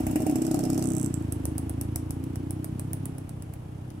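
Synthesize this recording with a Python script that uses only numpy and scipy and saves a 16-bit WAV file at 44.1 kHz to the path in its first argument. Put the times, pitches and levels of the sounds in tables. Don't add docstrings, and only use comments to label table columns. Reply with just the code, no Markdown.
import sys
import numpy as np
from scipy import signal
from scipy.fft import rfft, irfft
from scipy.io import wavfile

SR = 44100
rng = np.random.default_rng(int(sys.argv[2]) if len(sys.argv) > 2 else 0)


def master_out(mix):
    frames = np.transpose(np.atleast_2d(mix))
    ceiling = np.clip(frames, -1, 1)
    pcm = np.round(ceiling * 32767).astype(np.int16)
    wavfile.write(sys.argv[1], SR, pcm)


N = 176400

# (t/s, f/Hz)
FIRING_RATE = [(0.0, 31.56), (0.1, 31.38), (0.19, 29.46), (0.3, 32.19), (0.6, 32.57), (0.88, 32.62),
               (1.08, 30.09), (1.32, 25.21), (1.6, 26.68), (2.0, 28.47), (2.5, 30.82), (3.05, 33.16),
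               (3.5, 31.2), (4.0, 31.29)]
# (t/s, f/Hz)
BOOM_CENTRE = [(0, 76), (.3, 147.5), (.6, 152), (.95, 152), (1.3, 94), (1.8, 91.8), (2.5, 105), (3.05, 118),
               (3.5, 103), (4, 109.6)]
# (multiple of the centre, level/dB)
BOOM_SPECTRUM = [(.2, -68), (.45, -24), (.7, -1.5), (.95, 1), (1.2, 0), (1.6, -5), (2, -19.5), (3, -51.5),
                 (6, -62)]
# (f/Hz, level/dB)
KNOCK_SPECTRUM = [(100, -43.5), (195, -15.5), (232, -4), (260, 2), (295, 1), (325, -2), (375, -15.5),
                  (460, -19), (560, -39.5), (2000, -76)]
DRONE_SPECTRUM = [(500, -46.5), (580, -6), (610, -1.5), (645, -1), (670, -12), (755, -2), (830, -30),
                  (1000, -37)]
RUMBLE_SPECTRUM = [(20, -28), (45, -13), (65, -2), (120, 0), (200, -10), (300, -10), (450, -17), (700, -24),
                   (1200, -39), (3000, -67)]
HISS_SPECTRUM = [(200, 10), (500, 1), (800, 3), (1100, -3), (2000, -10.5), (2900, -11.5), (4000, -19),
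                 (7000, -21), (11000, -18), (15000, -32)]
# (t/s, level/dB)
BOOM_LEVEL = [(0, -38), (.08, -33), (.3, -36), (.6, -31.5), (.95, -29.5), (1.3, -32.5), (2, -33.5),
              (2.6, -35), (3.05, -35), (3.17, -41), (3.35, -39), (3.75, -39.5), (4, -45)]
KNOCK_LEVEL = [(0, -32.5), (.2, -29.5), (.3, -26.5), (.6, -27.5), (.95, -28), (1.2, -35), (1.55, -35),
               (1.78, -35.5), (1.95, -39), (2.25, -35), (2.8, -40.5), (3.1, -41), (3.4, -51), (3.9, -52),
               (4, -42.5)]
DRONE_LEVEL = [(.1, -48), (.5, -44), (.98, -48.5), (1.15, -69)]
HISS_LEVEL = [(0.1, -48.5), (2.25, -54), (3.1, -54), (3.36, -56.5)]
# (f/Hz, correlation)
LIKENESS = [(30, 0.91), (250, 1), (500, 0.049), (1000, 0), (3000, 0.028), (12000, 0.25)]
# (f/Hz, t60/s)
CABIN_DECAY = [(80, 0.22), (300, 0.6), (1000, 0.15), (4000, 0.23), (9000, 0.19), (15000, 0.11)]

# (t/s, level/dB, balance/dB, tilt/dB per octave)
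CLICKS = [(1.322, -21.5, -9.5, 2.5), (1.4528, -16.5, -3, -1.5), (1.5795, -19.5, -2.5, 3),
          (1.694, -23.5, -4.5, 5), (1.811, -19, 0, 2), (1.9579, -16, 1, -0.5), (2.106, -21, -1.5, -0.5),
          (2.2384, -35, -3, 1), (2.356, -28.5, -4, -3), (2.5062, -23, -3.5, 4), (2.643, -23, -3.5, 0.5),
          (2.794, -23, -3.5, -2), (2.9311, -19.5, -2, 4.5), (3.0544, -23, -4, 4), (3.1813, -32, -8, -3.5),
          (3.2919, -32.5, -5, -2), (3.4217, -33, -2, 1), (3.536, -33.5, -6, 7), (3.902, -40.5, 4, -18)]
# (f/Hz, level/dB)
CLICK_SPECTRUM = [(300, -16), (1200, -29), (2500, -27.5), (4000, -22), (5500, -7), (6800, -11.5),
                  (8000, -1.5), (9900, 6.5), (12000, 0.5), (14500, -9.5), (16000, -6)]
TOCK_SPECTRUM = [(300, -15), (560, 0.5), (750, 0.5), (1050, -15), (1900, -15), (3000, -20), (4000, -20)]

# (f/Hz, level/dB, t60/s)
PANEL_MODES = [(255.7, 0, 0.13), (300.7, 3, 0.14), (590, -18.5, 0.1), (637, -8, 0.095), (717, -16.5, 0.18),
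               (740.3, -11.5, 0.18), (767, -16, 0.11), (2780, -30, 0.14)]
# (t/s, level/dB, panel ring/dB re hit, clack/dB re hit)
RATTLE_HITS = [(0.0034, -35, 8, -12), (0.0657, -27.5, 5, -14.5), (0.1101, -31, 3.5, -17),
               (0.1565, -24.5, 6, -12), (0.2021, -31, 9, -28), (0.218, -31, 5.5, -19),
               (0.2648, -26.5, 7.5, -16), (0.295, -29, 6, -16), (0.31, -33.5, -11, -22),
               (0.356, -25, 0.5, -17.5), (0.4185, -27, -3, -19), (0.4496, -30, -7, -23),
               (0.4651, -28, -6, -32), (0.5116, -23.5, -2, -32), (0.5425, -22.5, 2, -30),
               (0.558, -33, -6, -28), (0.5897, -24.5, 0.5, -33), (0.606, -33, -14, -35),
               (0.6362, -25.5, -1, -34), (0.6513, -25.5, 0, -35), (0.6992, -22.5, -7.5, -34),
               (0.7299, -26.5, -3, -25), (0.7444, -30, -17, -28), (0.7764, -22.5, -2.5, -40),
               (0.7927, -27, -8, -36), (0.8234, -20.5, -8.5, -31)]
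# (t/s, decay/s, tilt/dB per octave)
TIGHTENING = [(.1, 0.0059, 7.5), (.5, 0.0039, -1.5), (.82, 0.0023, -1)]
# (t/s, level/dB)
CHATTER_LEVEL = [(0, -56.5), (1.05, -59), (1.12, -67), (2, -80)]
LAST_HITS = [(1.1402, -21.5), (1.2235, -38)]
# (f/Hz, level/dB)
RATTLE_SPECTRUM = [(600, -58), (1200, 3), (1900, -7), (2800, -15), (4200, -5.5), (5600, 7.5), (6500, 1.5),
                   (7600, 9), (8700, 8), (10000, 3), (12200, 4.5), (16000, -9)]
CLACK_SPECTRUM = [(900, -28), (1300, -17), (1700, -1), (2100, -2), (2800, 2), (3300, -20.5), (4200, -29)]
BUZZ_SPECTRUM = [(800, -22), (1500, -11), (2200, -18), (2900, -14), (4300, -19), (5900, -6.5), (6900, -7),
                 (7500, 3), (8400, 2.5), (10200, -4), (12000, -2.5), (13000, -8), (16000, -16)]
# (f/Hz, balance/dB)
CLICK_BALANCE = [(1000, -43), (5000, 6), (8000, -1.5), (12000, 9)]
RATTLE_BALANCE = [(1000, -5), (4000, -2), (7500, -7), (12000, 0.5)]
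BUZZ_BALANCE = [(1000, -30), (4000, 6.5), (7800, -19), (12000, 0)]
SIDES = np.array([[.5], [-.5]])


def amp(db):
    return 10 ** (np.asarray(db) / 20)


def unit(x):
    return x / np.sqrt(np.mean(x ** 2) + 1e-20)


def read(points, hz):
    f, value = np.transpose(points)
    return np.interp(np.log(hz + 1), np.log(f + 1), value)


def curve(points):
    return np.interp(np.arange(N) / SR, *np.transpose(points))


def add(mix, s, sound):
    part = mix[..., max(round(s * SR), 0):][..., :sound.shape[-1]]
    part += sound[..., :part.shape[-1]]


def ring(points, tilt_db=0, balance=None, size=4096):
    hz = abs(np.fft.fftfreq(size, 1 / SR))
    db = read(points, hz) + tilt_db * np.log2(np.clip(hz, SR / 24, SR / 3) / SR)
    if balance is not None:
        db = db + SIDES * read(balance, hz)
    spectrum = np.exp(np.conj(signal.hilbert(np.log(amp(db)))))
    response = np.fft.ifft(spectrum).real[..., :size // 2]
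    return np.atleast_2d(unit(response) / np.sqrt(size / 2))


def through(x, response):
    return signal.fftconvolve(np.atleast_2d(x), response, axes=1)[:, :N]


def noise(points):
    hz = np.fft.rfftfreq(N, 1 / SR)
    left, other = rfft(rng.standard_normal((2, N)))
    same = read(LIKENESS, hz)
    right = same * left + np.sqrt(1 - same ** 2) * other
    return unit(irfft(np.array([left, right]) * amp(read(points, hz)), N))


def scrape(decay_s, size=2048):
    t = np.arange(size) / SR
    attack = np.minimum(t / .0016, 1) ** 3
    decay = np.exp(-np.maximum(t - .0012, 0) / decay_s)
    return rng.standard_normal((2, size)) * attack * decay


def cabin(x, wet_db, size=16384):
    hz, t, spectra = signal.stft(rng.standard_normal((2, size)), SR, nperseg=256)
    decay = amp(-60 * t / read(CABIN_DECAY, hz)[:, None])
    tail = signal.istft(spectra * decay, SR, nperseg=256)[1]
    tail *= np.minimum(np.arange(tail.shape[1]) / SR / .0042, 1) ** 2
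    return x + amp(wet_db) * through(x, tail / np.linalg.norm(tail[0]))


def engine(jitter_s=.00013, uneven_db=.8, knock_lag_s=.00034, left_lag_s=.00034, balance_db=-.24):
    cycles = np.cumsum(curve(FIRING_RATE)) / SR - .04
    firings = np.flatnonzero(np.diff(np.floor(cycles)))
    scatter = rng.standard_normal((200, 3))
    centre_hz = curve(BOOM_CENTRE)
    booms, kicks = np.zeros((2, N))
    for at, (late, boom_swing, kick_swing) in zip(firings, scatter):
        s = at / SR + jitter_s * late
        boom = ring([(ratio * centre_hz[at], db) for ratio, db in BOOM_SPECTRUM])[0]
        add(booms, s, -amp(uneven_db * boom_swing) * boom)
        add(kicks, s + knock_lag_s, -amp([uneven_db * kick_swing]))
    knocks = cabin(through(kicks, ring(KNOCK_SPECTRUM)), wet_db=-9)[0]
    drone = through(kicks, ring(DRONE_SPECTRUM))[0]
    body = unit(booms) * amp(curve(BOOM_LEVEL))
    body += unit(knocks) * amp(curve(KNOCK_LEVEL))
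    body += unit(drone) * amp(curve(DRONE_LEVEL))
    t = np.arange(N) / SR
    left = np.interp(t - left_lag_s, t, body)
    low = np.array([left, body]) + amp(-43.5) * noise(RUMBLE_SPECTRUM)
    throb = 1 + .1 * np.cos(2 * np.pi * (cycles - .15))
    hiss = noise(HISS_SPECTRUM) * amp(curve(HISS_LEVEL) + 6.5) * throb
    return low * amp(SIDES * balance_db) + hiss


def relay(lead_in_db=-15.5, snap_db=11, lead_in_s=.0018, decay_s=.0012, size=512):
    clicks = np.zeros((2, N))
    t = np.arange(size) / SR
    envelope = np.where(t < lead_in_s, amp(lead_in_db), np.exp(-abs(t - lead_in_s) / decay_s))
    for s, db, balance_db, tilt_db in CLICKS:
        burst = envelope * rng.standard_normal((2, size))
        add(burst, lead_in_s, amp([snap_db]) * rng.choice([-1, 1], (2, 1)))
        click = through(burst, ring(CLICK_SPECTRUM, tilt_db, CLICK_BALANCE))
        click /= np.linalg.norm(click, axis=1, keepdims=True)
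        add(clicks, s, amp(db + 13 + SIDES * balance_db) * click)
        tock = through(scrape(decay_s=.004), ring(TOCK_SPECTRUM))
        add(clicks, s, amp(-28 + .46 * db) * tock)
    return cabin(clicks, wet_db=-10)


def panel(detune=.005, size=8192):
    t = np.arange(size) / SR
    modes = np.zeros((2, size))
    for hz, db, t60 in PANEL_MODES:
        drift, spread = rng.standard_normal(2)
        phase = SIDES * spread * min(hz / 500, 2)
        modes += amp(db - 60 * t / t60) * np.sin(2 * np.pi * hz * (1 + detune * drift) * t + phase)
    return amp(-2.5) * modes * np.minimum(t / .0022, 1)


def rattle():
    chatter = amp(curve(CHATTER_LEVEL)) * rng.standard_normal((2, N))
    scrapes = through(chatter, ring(RATTLE_SPECTRUM, balance=RATTLE_BALANCE))
    rings, clacks = np.zeros((2, 2, N))
    times, decays, tilts = np.transpose(TIGHTENING)
    for s, db, panel_db, clack_db in RATTLE_HITS:
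        colour = ring(RATTLE_SPECTRUM, np.interp(s, times, tilts), RATTLE_BALANCE)
        contact = scrape(np.interp(s, times, decays))
        add(scrapes, s, amp(db - 5) * through(contact, colour))
        add(rings, s, amp(db + panel_db) * panel())
        add(clacks, s, amp(db + clack_db) * scrape(decay_s=.0069))
    return cabin(scrapes + through(clacks, ring(CLACK_SPECTRUM)), wet_db=-7) + rings


def buzz(start_s=.8398, end_s=1.066, rate_hz=63.6, scatter_db=1.2, decay_s=.0009):
    hits, rings = np.zeros((2, 2, N))
    same_spot = scrape(decay_s)
    times = np.arange(start_s, end_s, 1 / rate_hz)
    steady = [(s, -23.5 + scatter_db * rng.standard_normal()) for s in times]
    for s, db in steady + list(LAST_HITS):
        contact = np.sqrt(.5) * (same_spot + scrape(decay_s))
        add(hits, s, amp(db) * contact)
        add(rings, s, amp(db - 20) * panel())
    return cabin(through(hits, ring(BUZZ_SPECTRUM, balance=BUZZ_BALANCE)), wet_db=-9.5) + rings


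def scene():
    return engine() + rattle() + buzz() + relay()


def record(dry):
    lowpass = signal.firwin(255, cutoff=15900, window=("kaiser", 9), fs=SR)
    return signal.oaconvolve(dry, lowpass[None], "same", axes=1)


dry = scene()
out = record(dry)
master_out(out)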